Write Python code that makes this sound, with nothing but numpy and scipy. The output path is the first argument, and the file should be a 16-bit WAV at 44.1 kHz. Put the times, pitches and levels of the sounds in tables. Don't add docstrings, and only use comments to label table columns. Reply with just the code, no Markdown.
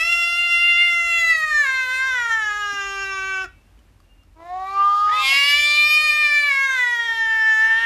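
import sys
import numpy as np
from scipy import signal
from scipy.fft import rfft, irfft, next_fast_len
from scipy.io import wavfile
from scipy.ndimage import uniform_filter1d, map_coordinates

SR = 44100
rng = np.random.default_rng(int(sys.argv[2]) if len(sys.argv) > 2 else 0)


def rack_gain(trim_db):
    fader = np.asarray(trim_db, float)
    return 10 ** (fader / 20)


def unload_wav(signal):
    wavfile.write(
        sys.argv[1],
        SR,
        np.round(np.clip(np.atleast_2d(signal).T, -1, 1) * 32767).astype(np.int16),
    )


N = 346185


def unit(x):
    return x / np.sqrt(np.mean(x ** 2) + 1e-20)


def along(points, hz):
    f, v = np.transpose(points)
    return np.interp(np.log(hz + 1), np.log(f + 1), v)


def curves(rows, t):
    s, *columns = np.transpose(rows)
    return [np.interp(t, s, column) for column in columns]


def wobble(rate, size):
    knots = rng.standard_normal(int(size * rate / SR) + 4)
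    return map_coordinates(knots, [np.arange(size) * rate / SR])


def noise(spectrum):
    m = next_fast_len(N)
    colour = rack_gain(along(spectrum, np.fft.rfftfreq(m, 1 / SR)))
    return unit(irfft(rfft(rng.standard_normal(m)) * colour, m)[:N])


def resonance(hz, centre_hz, width_hz):
    return (hz * width_hz) ** 2 / ((centre_hz ** 2 - hz ** 2) ** 2 + (hz * width_hz) ** 2)


GLIDE_S = 0.09
STEADY_ROUGH, ROUGH_PER_GLIDE, ROUGHEST, ONSET_S = 0.02, 0.05, 0.4, 0.09


def folds(contour, slips, doublings, onset_rough, t):
    corner = max(1, round(GLIDE_S / (t[1] - t[0])))
    pitch = uniform_filter1d(curves(contour, t)[0], size=corner, mode="nearest")
    for s, drop_hz, half_s in slips:
        if t[0] <= s <= t[-1]:
            pitch = pitch - drop_hz * ((1 + np.tanh((t - s) / half_s)) / 2 - (drop_hz < 0))
    glide = np.abs(np.gradient(np.log(pitch), t))
    onset = onset_rough * np.exp((t[0] - t) / ONSET_S)
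    rough = np.minimum(STEADY_ROUGH + ROUGH_PER_GLIDE * glide + onset, ROUGHEST)
    half = 0 * t
    for s, size, rise_s, fall_s in doublings:
        half = half + size * np.exp(np.minimum((t - s) / rise_s, (s - t) / fall_s))
    return pitch, rough, half * (half > 0.02)


# (frequency [Hz], level [dB])
TREBLE = [(2000, -12), (3800, 3), (4500, -5), (5300, -4.5), (6000, -10.5), (7000, -5.5), (8000, -9.5),
          (8900, -13.5), (9800, -9.5), (10600, -14), (11500, -7.5), (12300, -23), (13300, -9.5),
          (14000, -26.5)]
# (frequency [Hz], level [dB])
NOSE_AIR = [(3500, -32), (4700, -18), (5300, 3), (5900, -10), (6500, 4.5), (7100, -16), (7500, -34.5),
            (9000, -54)]
TOP_HZ = 14100
SHUT_HZ, SHUT_SPAN_HZ = 1780, 350
SIDE_BRANCH, BRANCH_DEPTH, BRANCH_WIDTH_HZ = 0.878, 0.93, 800
SINUS_HZ = 1150
MUFFLE_HZ, MUFFLE_DB = 7250, -10
PULSE_NULL, NULL_WIDTH = 10, 0.7
SWAY, SHIVER = 0.8, 22
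LEAK_DB_PER_OCTAVE, LEAK_HZ = -9, 520


def voice(contour, effort, tract, slips, doublings, chest, airway, onset_rough, faint_db,
          jitter, flutter_db, breath_db, nose_db, throat_width, sinus, surges):
    start, stop = round(contour[0][0] * SR), min(N, round(contour[-1][0] * SR))
    t = np.arange(start, stop) / SR
    step = 64
    slow = t[::step]

    mouth_db, throat_db, treble_db = curves(effort, slow)
    for s, db, half_s in surges:
        mouth_db = mouth_db + db * np.exp(-((slow - s) / half_s) ** 2)
    throat_db, treble_db = mouth_db + throat_db, mouth_db + treble_db
    mouth_hz, mouth_width, throat_hz, palate_hz = curves(tract, slow)
    pitch, rough, half = folds(contour, slips, doublings, onset_rough, slow)

    order = np.arange(1, 2 * TOP_HZ / pitch.min())[:, None] / 2
    hz = order * pitch
    half_lines = half ** 2 * np.clip(order / 5, 0, 1.3) ** 3
    present = np.where(order % 1, half_lines, order > 2) * (hz < TOP_HZ)

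    shut = np.clip((SHUT_HZ - mouth_hz) / SHUT_SPAN_HZ, 0, 1)
    peaks = 1 + 25 * resonance(hz, palate_hz, 670)
    peaks += sinus * shut * resonance(hz, palate_hz + SINUS_HZ, 550)
    notch = np.abs(1 - BRANCH_DEPTH * shut * resonance(hz, SIDE_BRANCH * palate_hz, BRANCH_WIDTH_HZ))
    puff_null = np.exp(-((order - PULSE_NULL) / NULL_WIDTH) ** 2)
    notch *= 1 - 0.74 * puff_null * (1 - resonance(hz, palate_hz, 500))
    upper = rack_gain(2 * along(TREBLE, hz) + 2 * MUFFLE_DB * shut * (hz > MUFFLE_HZ)) * peaks * notch
    mouth = resonance(hz, mouth_hz, np.abs(mouth_width)) ** 2
    throat = resonance(hz, throat_hz, throat_width) ** 2
    power = 0
    for shape, db in [(mouth, mouth_db), (throat, throat_db), (upper, treble_db)]:
        power = power + rack_gain(2 * db) * shape * present / np.sum(shape * present, 0)

    power[[1, 3]] = rack_gain(2 * (along(chest, hz[[1, 3]]) + np.minimum(mouth_db - faint_db, 0)))
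    power[[2, 4]] += rack_gain(2 * along(chest, hz[[2, 4]])) * half ** 2 * 0.2

    tremor = wobble(16 * step, len(slow)) + SHIVER * rough * wobble(70 * step, len(slow))
    cycle = 2 * np.pi * np.cumsum(np.interp(t, slow, pitch * (1 + jitter * tremor))) / SR
    turn = (cycle % (4 * np.pi)).astype(np.float32)
    tone = np.zeros(len(t))
    for k, p in zip(order[:, 0], power):
        if p.any():
            waver = wobble(30 * step, len(slow)) + SWAY * wobble(8 * step, len(slow))
            size = np.sqrt(2 * p) * rack_gain(flutter_db * min(k, 14) * waver)
            tone += np.interp(t, slow, size) * np.cos(np.float32(k) * turn - np.float32(0.25 * k * k))

    rough = np.interp(t, slow, rough)
    tone *= np.sqrt(1 - rough ** 2) + rough * (1.56 * wobble(280, len(t)) + 0.49 * wobble(900, len(t)))

    nose = rack_gain(nose_db) * np.interp(t, slow, shut) * noise(NOSE_AIR)[:len(t)]
    air = (noise(airway)[:len(t)] + nose) * (1 + 1.1 * np.cos(cycle))
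    leak_db = np.interp(t, slow, treble_db + LEAK_DB_PER_OCTAVE * np.log2(pitch / LEAK_HZ))
    tone += air * rack_gain(leak_db + breath_db) * (1 + 8 * rough + 2.0 * np.interp(t, slow, half))

    fade_in = (t - t[0]) / 3 + (start == 0)
    fade_out = (t[-1] - t) + (stop >= N - 2)
    out = np.zeros(N)
    out[start:stop] = tone * np.clip(np.minimum(fade_in, fade_out) / 0.019, 0, 1)
    return out


# (time [s], pitch [Hz])
PITCH_ONE = [(0, 683.3), (.85, 699.6), (1.25, 670.3), (1.6, 587.1), (1.88, 556.6), (2.06, 574.8),
             (2.45, 484), (2.88, 453.6), (3.47, 440.3)]
PITCH_TWO = [(5.05, 498), (5.4, 561.4), (5.7, 594.7), (6.0, 608.6), (6.3, 595.1), (6.7, 557.3), (7.15, 504),
             (7.58, 492), (7.85, 509.2)]
# (time [s], effort [dB], throat over effort [dB], treble strain over effort [dB])
EFFORT_ONE = [(0, -27, 6.5, -5.5), (.36, -27.5, 5.5, -9), (.8, -17.5, 0.5, -24.5),
              (1.12, -19, -12.5, -19.5), (1.6, -21, -23, -21), (2.37, -22, -17, -22),
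              (2.95, -29.5, -5.5, -13), (3.421, -25, -6, -22.5), (3.47, -35, -19, -18)]
EFFORT_TWO = [(5.051, -39, -22, -41), (5.12, -32, -6, -13.5), (5.28, -19, -2.5, -7), (5.55, -18, -2.5, -10),
              (5.951, -15.5, -20.5, -11.5), (6.6, -19.5, -19, -20.5), (7.15, -23, -11, -23.5),
              (7.6, -16, -21.5, -27.5), (7.85, -19, -13.5, -27)]
# (time [s], mouth [Hz], mouth width [Hz], throat [Hz], palate [Hz])
AIRWAY_ONE = [(0, 2030, 300, 2670, 5500), (.8, 1920, 306.4, 2630, 5150), (1.121, 2340, 300, 2750, 6940),
              (1.299, 2177, 270, 4210, 6460), (1.58, 1895, 263.4, 3940, 6530),
              (1.95, 1740, 878, 3980, 6040), (2.3, 1620, 280, 3120, 5900), (2.95, 1338, 466, 2580, 5310),
              (3.47, 1410, 280, 2410, 5400)]
AIRWAY_TWO = [(5.05, 1480, 403, 3000, 5170), (5.2, 2526, 460, 3650, 4590), (5.35, 2052, 454, 2620, 4800),
              (5.58, 2122, 298, 3040, 4890), (5.78, 2390, 505, 3930, 4530), (6.45, 2056, 249, 3930, 4590),
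              (6.7, 1803, 260, 3740, 6340), (7.3, 1734, 284, 2994, 5400), (7.85, 1757, 263, 2900, 5600)]
# (time [s], drop [Hz], half length [s])
YOWL_SLIPS = [
    (.02, -46.5, 0.05),
    (1.645, 46, 0.02),
    (2.15, 15, .02),
    (3.446, 45, .012),
    (5.09, -185, .04),
    (6.5, 23.5, .025),
    (6.77, 28, .035),
]
# (time [s], strength [0-1], rise [s], fall [s])
DOUBLINGS = [
    (2.0, .05, .1, .05),
    (5.26, .7, .045, .11),
    (5.78, .15, .6, .03),
    (7.64, .14, .025, .5),
    (7.85, .42, .1, .1),
]
# (frequency [Hz], level [dB])
YOWL_CHEST = [(385, -42.5), (430, -55.5), (520, -51.5), (690, -45), (790, -44), (900, -37), (1200, -31.5),
              (1400, -32.5)]
# (frequency [Hz], level [dB])
BREATH = [(2000, -32), (4000, -8), (7000, -1.5), (10000, -1.5), (14000, -9)]
# (time [s], level [dB], half length [s])
SURGES = [(.13, 4, 0.012), (.235, 2.5, 0.018), (.55, 3, 0.044), (.92, -0.5, 0.01), (1.2, 4, 0.024),
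          (1.3, 4, 0.025), (1.46, -2.5, .015), (1.6, 3.5, 0.054), (1.87, -3, 0.021), (2.32, 3, 0.021),
          (5.4, -0.5, 0.042), (5.5, 1.5, 0.02), (6.37, 2.5, .04), (6.8, 2, .04)]


def yowls():
    calls = [(PITCH_ONE, EFFORT_ONE, AIRWAY_ONE), (PITCH_TWO, EFFORT_TWO, AIRWAY_TWO)]
    return sum(voice(*call, YOWL_SLIPS, DOUBLINGS, YOWL_CHEST, BREATH, onset_rough=0.06, faint_db=-33,
                     jitter=0.0035, flutter_db=0.2, breath_db=-24, nose_db=4.5,
                     throat_width=590, sinus=23, surges=SURGES) for call in calls)


# (time [s], pitch [Hz])
PITCH_TAIL = [(0, 345), (.2, 360.5), (.46, 367.4), (.6, 336.5), (.72, 305)]
PITCH_MOAN = [(4.35, 311.6), (4.5, 360), (4.7, 391.9), (4.9, 402.1), (5.19, 420.3), (5.3, 385), (5.4, 342)]
# (time [s], effort [dB], throat over effort [dB], treble strain over effort [dB])
EFFORT_TAIL = [(0, -67.5, 3.5, -17), (.3, -68.5, 8.5, -14.5), (.55, -60, -15, -21), (.72, -66.5, -7.5, -15)]
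EFFORT_MOAN = [(4.35, -47.5, -20, -35), (4.48, -45, -4.5, -20.5), (4.719, -25, -19, -28.5),
               (4.81, -14, -28.5, -36.5), (5.0, -20, -28, -27), (5.21, -21, -28, -30.5),
               (5.27, -54, -10, -10), (5.36, -53, -38, -57), (5.4, -54, -15, -22)]
# (time [s], mouth [Hz], mouth width [Hz], throat [Hz], palate [Hz])
AIRWAY_TAIL = [(0, 1050, 200, 2980, 4500), (.5, 1088, 200, 3000, 4430), (.72, 950, 200, 2980, 4500)]
AIRWAY_MOAN = [(4.35, 1000, 400, 2240, 3600), (4.45, 1000, 306, 1860, 3740), (4.62, 1060, 180, 1930, 3740),
               (4.75, 1170, 150, 2400, 4300), (4.85, 1180, 150, 3130, 4400), (5.2, 1330, 150, 3100, 4750),
               (5.4, 970, 300, 2964, 4500)]
# (time [s], drop [Hz], half length [s])
MOAN_SLIPS = [
    (5.35, 79, 0.013),
]
# (frequency [Hz], level [dB])
FADING_CHEST = [(330, -62), (700, -58)]
MOAN_CHEST = [(300, -40), (360, -55.5), (395, -49), (420, -74), (640, -48.5), (740, -28.5), (800, -35.5),
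              (850, -39)]


def moans():
    tail = (PITCH_TAIL, EFFORT_TAIL, AIRWAY_TAIL, [], [], FADING_CHEST, TREBLE)
    rising = (PITCH_MOAN, EFFORT_MOAN, AIRWAY_MOAN, MOAN_SLIPS, [], MOAN_CHEST, TREBLE)
    return sum(voice(*call, onset_rough, faint_db, jitter=0.0023, flutter_db=0.13, breath_db=-9, nose_db=-9,
                     throat_width=440, sinus=1.5, surges=[])
               for call, onset_rough, faint_db in [(tail, 0.05, -70), (rising, 0.15, -42)])


# (frequency [Hz], t60 [s])
BEDROOM = [(200, 0.2), (1500, 0.22), (2500, 0.38), (12000, 0.037)]


def bedroom(x):
    hz, t, z = signal.stft(rng.standard_normal(SR // 2), SR, nperseg=256)
    decay = rack_gain(-60 * t / along(BEDROOM, hz)[:, None])
    tail = signal.istft(z * decay, SR, nperseg=256)[1]
    delayed = np.pad(x, (200, 0))
    return signal.fftconvolve(delayed, tail / np.linalg.norm(tail))[:N]


# (time [s], level [dB])
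BACKGROUND = [(0, -1), (1.6, -3), (2.2, -2), (3.4, 0), (3.7, 0.5), (4.3, -2.5), (5.2, -2.5), (6.3, -5.5),
              (6.9, -5), (7.85, -1)]
# (frequency [Hz], level [dB per Hz])
RUMBLE = [(15, -63), (28, -35), (40, 1.5), (52, 2.5), (68, -9), (88, -4), (125, -19.5), (200, -26),
          (260, -57)]
# (frequency [Hz], level [dB per Hz])
HISS = [(76, -34.5), (130, -5.5), (290, -1.5), (455, -11.5), (586, -9.5), (2090, -16.5), (2800, -16.5),
        (3550, -21.5), (14000, -30.5)]


def background():
    gain_db, = curves(BACKGROUND, np.arange(N) / SR)
    rumble = rack_gain(-50.5 + 1.6 * wobble(2.7, N)) * noise(RUMBLE)
    hiss = rack_gain(-61) * noise(HISS)
    return rack_gain(gain_db) * (rumble + hiss)


def knocks(events, crack):
    out, t = np.zeros(N + SR), np.arange(SR // 4) / SR
    for s, db, hz, t60 in events:
        puff = uniform_filter1d(rng.standard_normal(len(t)), max(1, int(SR / hz / 4)))
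        ring = np.sin(2 * np.pi * hz * t) + crack * puff
        out[round(s * SR):][:len(t)] += rack_gain(db - 60 * t / t60) * ring
    return out[:N]


# (time [s], peak level [dB], frequency [Hz], t60 [s])
BUMPS = [
    (2.727, -41.5, 280, 0.092),
    (7.676, -45, 275, 0.048),
]


def bumps():
    return knocks(BUMPS, crack=4.1)


# (middle time [s], half length [s], frequency [Hz], level [dB])
WHISTLE = [
    (3.68, .1, 2770, -78),
    (4.09, .07, 2810, -68.5),
    (4.215, .04, 2800, -73.5),
]


def whistle():
    t = np.arange(N) / SR
    sniffs = np.zeros(N)
    for s, half_s, hz, db in WHISTLE:
        sniffs += rack_gain(db + 7) * np.exp(-((t - s) / half_s) ** 4) * np.sin(2 * np.pi * hz * t)
    return (0.49 + 0.53 * wobble(48, N)) * sniffs


# (time [s], peak level [dB], frequency [Hz], t60 [s])
TICKS = [
    (3.775, -59.5, 2490, 0.027),
    (3.79, -52, 3000, .03),
    (3.885, -56.5, 1802, 0.018),
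    (4.002, -48, 1160, 0.026),
    (4.003, -57, 4630, .02),
    (4.234, -60, 5200, 0.016),
    (4.235, -55, 1330, 0.018),
]


def ticks():
    return knocks(TICKS, crack=0.8)


def thin_faint(x, near_db, far_db, depth_db, whim_db):
    z = signal.stft(x, nperseg=2048)[2]
    power = np.abs(z) ** 2
    fine = uniform_filter1d(power, size=4, axis=1)
    draws = rng.standard_normal((z.shape[1] // 12 + 1, z.shape[2] // 2 + 1))
    cells = np.kron(draws, np.ones((12, 2)))[:z.shape[1], :z.shape[2]]
    near = rack_gain(2 * near_db) * uniform_filter1d(power, size=48, axis=1)
    far = rack_gain(2 * far_db) * power[:, 30:].mean(1, keepdims=True)
    threshold = (near + far) * rack_gain(2 * whim_db * cells)
    keep = fine ** 3 / (fine ** 3 + np.abs(threshold) ** 3 + 1e-60)
    keep[:, :22] = 1
    return signal.istft(z * (keep + (1 - keep) * rack_gain(depth_db)), nperseg=2048)[1][:, :N]


def scene():
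    near = yowls() + moans() + bumps() + whistle() + ticks()
    return (near + rack_gain(-13.5) * bedroom(near) + background())[None]


def top_cut(x):
    return signal.sosfilt(signal.butter(12, 14100, fs=SR, output="sos"), x)


def record(dry):
    thinned = thin_faint(dry, near_db=-32, far_db=-35, depth_db=-14, whim_db=5)
    return top_cut(thinned)


dry = scene()
out = record(dry)
unload_wav(out)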